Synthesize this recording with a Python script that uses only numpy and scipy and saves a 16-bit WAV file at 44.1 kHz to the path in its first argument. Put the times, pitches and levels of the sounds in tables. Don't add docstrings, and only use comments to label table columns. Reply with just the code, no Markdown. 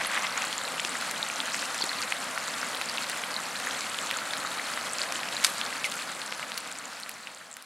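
import sys
import numpy as np
from scipy import signal
from scipy.io import wavfile

SR = 44100
rng = np.random.default_rng(int(sys.argv[2]) if len(sys.argv) > 2 else 0)


def store_pcm(level_fs):
    pcm = np.round(np.clip(level_fs, -1, 1) * 32767).astype(np.int16)
    wavfile.write(sys.argv[1], SR, np.atleast_2d(pcm).T)


N = 337365
TIME_S = np.arange(N) / SR

# pitch_hz, level_db
SIZZLE_SPECTRUM = [(900, -7.5), (1400, -1.5), (2200, 1), (3100, -1), (4350, 1), (5700, -4.5), (7400, 0.5),
                   (9500, -4), (11500, -13)]
def sizzle(level_db=-39.9):
    pitches_hz = np.geomspace(1000, 11000, 96)
    sizes_db = spectrum_at(SIZZLE_SPECTRUM, pitches_hz)
    fizz = swarm(pitches_hz, sizes_db, per_s=9000, spread_db=4.5, cycles=1.28, clump_db=2.8, cap=3.7)
    return gain(level_db) * fizz


def swarm(pitches_hz, sizes_db, per_s, spread_db, cycles, clump_db, cap, site_count=8000):
    burst_chance = gain(clump_db * drift(45)) * per_s * N / SR / len(pitches_hz) / site_count
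    indices, left, right = [], [], []
    for hz, db in zip(pitches_hz, sizes_db):
        sites = rng.random((site_count, 5))
        bursts = sites[:, 1] < burst_chance[(sites[:, 0] * N).astype(int)]
        when, _, size, pan, sign = sites[bursts].T
        height = gain(db + spread_db * np.minimum(-np.log(1 - size), cap)) * np.sign(sign - .5)
        grain = cavity(hz, cycles * 2 ** rng.uniform(-0.41, 0.71) / hz)
        grain = grain / np.linalg.norm(grain)
        lean = (0.29 + hz / 22000) * (pan - .5)
        indices.append(((when * N).astype(int)[:, None] + np.arange(len(grain))).ravel())
        left.append(np.outer(height * (1 + lean), grain).ravel())
        right.append(np.outer(height * (1 - lean), grain).ravel())
    channels = [np.bincount(np.concatenate(indices), np.concatenate(side), N) for side in (left, right)]
    return unit_rms(np.array(channels)[:, :N])


def cavity(hz, ring_s, end_hz=None, glide_s=1):
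    t = np.arange(int(9 * ring_s * SR) + 8) / SR
    pitch_hz = np.full_like(t, hz) if end_hz is None else end_hz + (hz - end_hz) * np.exp(-t / glide_s)
    envelope = (t / ring_s * np.exp(1 - t / ring_s)) ** .75
    return envelope * np.sin(2 * np.pi * np.cumsum(pitch_hz) / SR)


# start_s, level_db, pitch_hz, ring_cycles
LARGE_BUBBLES = [(0.012, -19.5, 1760, 0.75), (0.048, -21, 1300, 0.42), (.0485, -19, 3700, .5),
                 (.1455, -20, 8200, .9), (.148, -24, 3400, .8), (0.1532, -22, 1600, 1.1),
                 (.165, -22, 1800, .8), (.1747, -18, 2400, .3), (0.177, -17, 1920, 0.33),
                 (.237, -26, 7300, 1.4), (0.268, -23, 3480, 1.5), (.2675, -25, 5140, 1.6),
                 (.3765, -16, 6900, 1.3), (0.379, -18.5, 1420, 0.7), (0.42, -21, 2540, 0.51),
                 (.421, -19, 6430, 1), (0.528, -17, 3300, 0.51), (0.58, -19, 7150, 2.4),
                 (.587, -22, 3470, 0.79), (.637, -23, 7540, 1.6), (.6444, -24, 1550, 0.62),
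                 (0.652, -25, 4130, 2.1), (.678, -24, 3810, .9), (.7807, -25, 2850, 1.1),
                 (0.797, -11.5, 2700, 0.29), (.7987, -24, 3330, 1.1), (0.802, -16, 7560, 0.62),
                 (0.8488, -17.5, 2900, 0.6), (0.894, -22, 7780, 1.3), (0.954, -20.5, 1790, 0.6),
                 (1.004, -26, 4230, 0.82), (1.024, -25, 1400, 1), (1.161, -27, 3090, 1.7),
                 (1.2285, -14.5, 3850, 1.2), (1.287, -18, 7500, .72), (1.3, -19, 2390, 0.71),
                 (1.359, -23, 6050, 1.3), (1.403, -13, 3420, 0.56), (1.457, -23, 6740, 1.5),
                 (1.48, -24, 1560, 0.63), (1.4864, -24, 1490, 0.61), (1.539, -23, 5800, 1.1),
                 (1.5445, -13.5, 2100, 0.36), (1.593, -17, 4320, 0.31), (1.6215, -18, 3100, 0.29),
                 (1.6274, -23, 1670, 0.64), (1.789, -26, 3550, 1.2), (1.7995, -25, 7300, 1.7),
                 (1.814, -25, 3900, 1.2), (1.864, -24, 7230, 1.9), (1.893, -21.5, 4230, 2.7),
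                 (1.9163, -21, 1750, 0.6), (1.986, -24, 4260, 1.5), (2.018, -13.5, 5560, 0.32),
                 (2.026, -19, 4490, 1.3), (2.037, -25, 6930, 1.6), (2.123, -12, 2200, 0.51),
                 (2.242, -23, 8040, 0.9), (2.377, -14, 1500, 0.31), (2.476, -23, 7630, 1.2),
                 (2.48, -22.5, 4090, 0.91), (2.615, -21, 5260, 1.2), (2.63, -19, 1450, 0.45),
                 (2.748, -18, 3460, .48), (2.814, -12, 2400, 0.24), (2.7706, -24, 4260, 1),
                 (2.8197, -23, 4040, 1), (2.858, -21, 7350, .97), (2.888, -22, 4570, 1.3),
                 (2.897, -19.5, 4710, 1.3), (2.974, -20, 3730, 1), (2.982, -16, 2700, .75),
                 (3.023, -24, 4230, 1.1), (3.036, -25, 4030, 1), (3.117, -23.5, 4140, 0.9),
                 (3.131, -27, 1630, 1.5), (3.237, -18, 2090, 0.38), (3.2385, -24, 3200, 1.1),
                 (3.342, -21.5, 4450, 1.8), (3.3645, -19, 4020, 2.2), (3.5536, -24, 2510, .6),
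                 (3.5658, -24, 4220, 1), (3.671, -18.5, 1870, 1), (3.674, -26, 6900, 1.6),
                 (3.71, -21.5, 3480, 0.74), (3.808, -14, 5260, 0.27), (3.8977, -21, 8200, 1.2),
                 (3.945, -19, 3380, 0.61), (3.988, -15.5, 3100, 0.49), (4.063, -24, 7000, .8),
                 (4.071, -20, 3880, .5), (4.104, -19, 3180, 0.74), (4.112, -10.5, 2480, 0.26),
                 (4.1286, -24, 2510, .7), (4.141, -25, 3670, 0.97), (4.163, -25, 1370, 1.6),
                 (4.171, -19, 7060, 1.6), (4.187, -18.5, 2400, 0.26), (4.217, -28, 1420, 1.4),
                 (4.308, -24, 3570, 3), (4.335, -21, 1750, 0.43), (4.3353, -17.5, 4100, 0.75),
                 (4.3682, -22, 3500, .55), (4.449, -20.5, 1320, 0.87), (4.4725, -25, 4360, 1),
                 (4.586, -26, 3980, 1.3), (4.597, -21, 2060, 0.76), (4.737, -22, 4830, 1.2),
                 (4.775, -16.5, 1700, .36), (4.934, -17, 8400, 1.7), (4.985, -17, 4950, .73),
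                 (4.9936, -22, 2460, .8), (5.0067, -21, 7970, .7), (5.017, -14.5, 4450, 1.25),
                 (5.035, -25, 3960, 1), (5.0375, -21, 2100, .5), (5.123, -13.5, 2300, 0.17),
                 (5.157, -22, 3070, 0.91), (5.165, -24, 7700, 1.5), (5.233, -15.5, 2440, 0.24),
                 (5.2865, -22, 2570, .7), (5.326, -20, 3560, .67), (5.367, -20, 4030, 2),
                 (5.4, -24, 2610, .6), (5.4265, -28, 7520, 1.3), (5.614, -13, 3280, 0.52),
                 (5.663, -24, 4060, 1), (5.7273, -19.5, 1890, 0.43), (5.8995, -26, 7060, 1.3),
                 (5.922, -17, 3600, .4), (6.0225, -26, 4280, 1), (6.1176, -25, 7490, 1.3),
                 (6.217, -20.5, 3950, 0.62), (6.262, -23, 7430, 1.2), (6.324, -13, 2280, 0.2),
                 (6.396, -20, 1720, 0.25), (6.428, -25.5, 2250, 1.4), (6.4295, -29, 2850, 1.6),
                 (6.438, -30, 1370, 1), (6.519, -17, 3090, 0.29), (6.5428, -27, 4430, 1),
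                 (6.5767, -23.5, 4410, 1.2), (6.604, -25, 8600, 1.1), (6.6575, -33, 2570, 0.6),
                 (6.6747, -28, 7400, 1.2), (6.725, -24, 7400, 1.4), (6.787, -21, 7600, 0.95),
                 (6.855, -27, 6950, 2.4), (7.034, -24.5, 4300, 1.3), (7.0623, -28, 2200, .5),
                 (7.272, -23.5, 2600, 0.71), (7.348, -29, 7000, 1), (7.514, -30, 7700, 1.9),
                 (7.5206, -37, 7850, 1.6), (7.528, -29.5, 7660, 1.5), (7.54, -28.5, 7150, 1.4),
                 (7.5683, -32, 2750, .6)]
def plips(table, trim_db=0, highpass_hz=607, film_db=-11, film_cycles=0.29, echo_db=-13, echo_s=.0016):
    out = np.zeros((2, N))
    for (start_s, db, hz, cycles), (side, position) in zip(table, rng.standard_normal((len(table), 2))):
        pan = 0.05 * side
        film = gain(db + trim_db + film_db) * min(cycles, 1) * cavity(hz, film_cycles / hz)
        burst = gain(db + trim_db) * cavity(hz, cycles / hz)
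        place(out, start_s, film, pan)
        place(out, start_s, burst, pan)
        place(out, start_s + echo_s * (1 + np.tanh(position) / 2), gain(echo_db) * burst, -pan)
    out = butter(out, highpass_hz, "high")
    return butter(out, 9800, "low", order=6)


# rate_per_s, level_db, pitch_hz, ring_cycles
BUBBLE_CLASSES = [(5, -29.5, 1450, .9), (7, -29, 2550, .8), (10, -29, 4150, 1.15), (14, -31, 5700, 1.2),
                  (16, -28, 7800, 1.4)]
def stray_bubbles(spread_db=2.0, spread_octaves=0.13, ring_spread=0.29):
    rows = []
    for per_s, db, hz, cycles in BUBBLE_CLASSES:
        for start_s, (size, pitch, ring) in zip(random_times(per_s), rng.standard_normal((400, 3))):
            stretch = np.exp(ring_spread * ring)
            level_db = db + spread_db * size - 10 * np.log10(stretch)
            rows.append((start_s, level_db, hz * 2 ** (spread_octaves * pitch), cycles * stretch))
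    return rows


# start_s, length_s, level_db, pitch_hz
POP_FLURRIES = [(0.024, .05, -27, 6300), (1.525, .16, -28.5, 6400), (1.766, .115, -28, 4730),
                (3.686, .11, -29, 5750)]
def flurries(per_s=140, spread_db=1.5, spread_octaves=0.3, cycles=1.07):
    rows = []
    for start_s, length_s, db, hz in POP_FLURRIES:
        for delay_s, (size, pitch) in zip(random_times(per_s), rng.standard_normal((400, 2))):
            if delay_s < length_s:
                pitch_hz = hz * 2 ** (spread_octaves * pitch)
                rows.append((start_s + delay_s, db + spread_db * size, pitch_hz, cycles))
    return rows


# peak_s, level_db
SPIT_CRACKS = [(5.4415, -7), (5.4464, -2.5), (5.447, -3.5), (5.4475, -7), (5.4483, -5), (5.4491, -2.5),
               (5.4504, -10)]
def hard_spit(needle_s=.000034, suction_s=0.00013, lowpass_hz=11000):
    out, t = np.zeros((2, N)), np.arange(-32, 33) / SR
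    needle, suction = np.exp(-(t / needle_s) ** 2), np.exp(-(t / suction_s) ** 2)
    pulse = butter(needle / needle.sum() - suction / suction.sum(), lowpass_hz, "low", order=8)
    for peak_s, db in SPIT_CRACKS:
        place(out, peak_s + t[0], gain(db) * pulse / pulse.max(), rng.uniform(-.1, .1))
    return out


# start_s, level_db, lowpass_hz
LOUD_SNAPS = [(0.4514, -25, 13000), (.8492, -17, 4000), (1.0121, -20, 9000), (1.1125, -17.5, 11300),
              (1.745, -18, 7000), (1.84, -14, 10500), (2.1228, -21, 5000), (2.3828, -21, 7000),
              (2.8142, -23, 11000), (3.0977, -17, 12000), (3.6005, -22, 10000), (4.1118, -24, 15000),
              (4.3743, -24, 13000), (5.123, -15.5, 9000), (5.4305, -20, 9000), (5.466, -15, 5000),
              (5.469, -23, 8000), (5.4743, -25, 9000), (5.8436, -19.5, 9000), (5.917, -20, 10000),
              (5.9402, -21, 6000), (6.3198, -25, 9000), (6.5764, -19, 11500), (6.5781, -23, 7000),
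              (6.5815, -21, 15000), (6.7158, -22, 9000), (6.9995, -27, 11000), (7.0933, -20, 13500),
              (7.1148, -28, 11000), (7.5677, -27.5, 11000), (7.6243, -27, 12900)]
def snaps(table, trim_db=1, splinter=0.27, decay_s=0.0013, highpass_hz=1400):
    out, t = np.zeros((2, N)), np.arange(SR // 100) / SR
    for start_s, db, lowpass_hz in table:
        crack = (t == 0) + splinter * rng.standard_normal(len(t)) * np.exp(-t / decay_s)
        crack = butter(butter(crack, lowpass_hz, "low", order=1), highpass_hz, "high")
        top_octave = 0.4 * (lowpass_hz / 13000) ** 3 * np.diff(crack, prepend=0)
        snap = butter(crack, 10400, "low", order=8) + butter(top_octave, 14800, "low", order=4)
        place(out, start_s, gain(db + trim_db) * snap / abs(snap).max(), rng.uniform(-0.14, 0.15))
    return out


def stray_snaps(per_s=3, level_db=-28, lowpass_hz=11000, spread_db=1.5, spread_octaves=0.18):
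    return [(start_s, level_db + spread_db * size, lowpass_hz * 2 ** (spread_octaves * edge))
            for start_s, (size, edge) in zip(random_times(per_s), rng.standard_normal((200, 2)))]


# start_s, level_db, start_hz, end_hz, glide_s, ring_s
STEAM_SQUEAKS = [(.069, -26, 12200, 9900, 0.00163, 0.0016), (1.821, -17.5, 4780, 3900, 0.0047, 0.0013),
                 (1.8235, -27, 3900, 2860, .005, .0016), (5.8432, -14.5, 3250, 2150, 0.001, 0.00041),
                 (5.846, -23, 2370, 1990, 0.0087, 0.0043)]
def squeaks():
    out = np.zeros((2, N))
    for start_s, db, start_hz, end_hz, glide_s, ring_s in STEAM_SQUEAKS:
        place(out, start_s, gain(db) * cavity(start_hz, ring_s, end_hz, glide_s), pan=0)
    return out


# crest_s, level_db
BOIL_SURGES = [(.015, -30), (.055, -33), (.115, -32), (.163, -28), (0.246, -29.5), (0.374, -29.5),
               (.432, -32)]
def boil(rise_s=0.032, fall_s=0.04, centre_hz=1700, rolloff_db=-5.8):
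    pitches_hz = np.geomspace(640, 7500, 30)
    sizes_db = rolloff_db * np.log2(pitches_hz / centre_hz) ** 2
    surges = [gain(db) * swell(crest_s, rise_s, 0, fall_s) for crest_s, db in BOIL_SURGES]
    bubbles = swarm(pitches_hz, sizes_db, per_s=2400, spread_db=2.7, cycles=1.1, clump_db=2, cap=2.9)
    return np.linalg.norm(surges, axis=0) * bubbles


# start_s, level_db, length_s
GREASE_JETS = [(5.4395, -26, .003), (5.4462, -17.5, 0.003), (5.458, -34, 0.011), (5.848, -34, 0.016)]
def spray(rise_s=0.00044, fall_s=0.0034, db_per_octave=1.5):
    pitches_hz = np.geomspace(1100, 11000, 20)
    sizes_db = db_per_octave * np.log2(pitches_hz / 4000)
    drops = swarm(pitches_hz, sizes_db, per_s=12000, spread_db=1, cycles=1.5, clump_db=0, cap=3)
    return drops * sum(gain(db) * swell(start_s, rise_s, length_s, fall_s)
                       for start_s, db, length_s in GREASE_JETS)


# start_s, level_db
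MIST_LANDINGS = [(1.545, -47), (1.62, -46), (5.445, -35), (5.914, -41)]
def mist(rise_s=0.00044, fall_s=0.059, db_per_octave=7.0):
    pitches_hz = np.geomspace(4000, 11000, 8)
    sizes_db = db_per_octave * np.log2(pitches_hz / 4000)
    drops = swarm(pitches_hz, sizes_db, per_s=3300, spread_db=4, cycles=1.1, clump_db=4.5, cap=3.4)
    return drops * sum(gain(db) * swell(start_s, rise_s, 0, fall_s) for start_s, db in MIST_LANDINGS)


# pitch_hz, gain_db, t60_s
IRON_MODES = [(1353, -10, 0.074), (4310, -2, 0.17), (4560, -6, 0.22)]
def skillet(bursts):
    t = np.arange(SR // 3) / SR
    modes = np.zeros_like(t)
    for hz, db, t60_s in IRON_MODES:
        decay = gain(-60 * t / t60_s)
        modes += gain(db) * 2 * decay / decay.sum() * np.sin(2 * np.pi * hz * t)
    return bursts + signal.oaconvolve(bursts, modes[None], axes=1)[:, :N]


# frequency_hz, density_db
RUSH_SPECTRUM = [(25, -55), (60, -30.5), (130, -13), (245, -2), (320, -8.5), (420, -11), (520, -2),
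                 (1000, -1.5), (1350, .8), (2100, -5.5), (3200, -12.5), (4400, -12), (5900, -18),
                 (8000, -14.5), (11000, -17.5), (13000, -25.5), (16000, -41)]
# frequency_hz, side_to_mid_db
RUSH_WIDTH = [(70, -31), (300, -20), (700, -18), (1400, -30), (4000, -18), (9000, -9), (13000, -27)]
def fire_rush(level_db=-38.0, patch_db=0.9):
    hz = np.fft.rfftfreq(1024, 1 / SR)
    mid_re, mid_im, side_re, side_im, patches = rng.standard_normal((5, N // 256 + 5, len(hz)))
    patches = unit_rms(signal.fftconvolve(patches, np.ones((8, 14)), "same"))
    mid = mid_re + 1j * mid_im
    side = gain(spectrum_at(RUSH_WIDTH, hz)) * (side_re + 1j * side_im)
    colour = gain(spectrum_at(RUSH_SPECTRUM, hz) + patch_db * patches)
    frames = np.array([mid + side, mid - side]) * colour
    _, noise = signal.istft(frames.swapaxes(1, 2), nperseg=1024, noverlap=768)
    return gain(level_db) * unit_rms(noise[:, :N])


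# start_s, level_db, pitch_hz, ring_cycles
WOOD_KNOCKS = [(.848, -36, 352, 0.85), (.925, -41, 256, 1.3), (1.808, -25, 844, 0.56),
               (1.838, -28, 342, 0.38)]
def wood_knocks():
    return plips(WOOD_KNOCKS, trim_db=-2.0, highpass_hz=100)


def reflections(frying, wall_db=-18, wall_decay_s=0.0096, tail_db=-21, tail_decay_s=0.011):
    t = np.arange(SR // 8) / SR
    wall = rng.standard_normal(len(t)) * np.exp(-t / wall_decay_s) * (t > .0006)
    tail = rng.standard_normal((2, len(t))) * np.exp(-t / tail_decay_s) * (t > .003)
    echo = gain(wall_db) * wall / np.linalg.norm(wall) + gain(tail_db) * tail / np.linalg.norm(tail[0])
    return frying + signal.oaconvolve(frying, echo, axes=1)[:, :N]


def hiss(level_db=-68, highpass_hz=6000):
    return gain(level_db) * butter(rng.standard_normal(N), highpass_hz, "high")


def fade(trim_db=1, start_s=5.503, length_s=2.58):
    return gain(trim_db) * np.clip(1 - (TIME_S - start_s) / length_s, 0, 1)


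def swell(crest_s, rise_s, hold_s, fall_s):
    before_s, after_s = np.maximum(crest_s - TIME_S, 0), np.maximum(TIME_S - crest_s - hold_s, 0)
    return np.exp(-before_s / rise_s - after_s / fall_s)


def drift(knots_per_s):
    knots = rng.standard_normal(4096)
    return unit_rms(np.interp(TIME_S * knots_per_s, np.arange(len(knots)), knots))


def random_times(per_s):
    times_s = np.cumsum(rng.exponential(1, 400)) / per_s
    return times_s[times_s < N / SR]


def place(mix, start_s, sound, pan):
    part = mix[:, max(round(start_s * SR), 0):][:, :len(sound)]
    part += np.outer([1 + pan, 1 - pan], sound[:part.shape[1]])


def spectrum_at(table, hz):
    points_hz, points_db = np.transpose(table)
    return np.interp(np.log(hz + 1), np.log(points_hz), points_db)


def butter(x, hz, kind, order=2):
    return signal.sosfilt(signal.butter(order, min(hz, .49 * SR), kind, fs=SR, output="sos"), x)


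def gain(db):
    return 10 ** (np.asarray(db) / 20)


def unit_rms(x):
    return x / np.sqrt(np.mean(x ** 2) + 1e-20)


def scene():
    fading = fade()
    fizz = butter(fading * sizzle() + boil() + spray() + mist(), 570, "high")
    strays = fading * (plips(stray_bubbles() + flurries()) + snaps(stray_snaps()))
    bursts = plips(LARGE_BUBBLES, trim_db=0.5) + squeaks() + snaps(LOUD_SNAPS) + hard_spit()
    frying = skillet(fizz + strays + bursts)
    return fading * fire_rush() + hiss() + reflections(frying) + wood_knocks()


def record(dry, balance_db=0.33, lowpass_hz=15900):
    balanced = dry * gain([[balance_db], [-balance_db]])
    lowpass = signal.firwin(511, lowpass_hz, window=("kaiser", 9), fs=SR)
    return signal.oaconvolve(balanced, lowpass[None], "same")


dry = scene()
out = record(dry)
store_pcm(out)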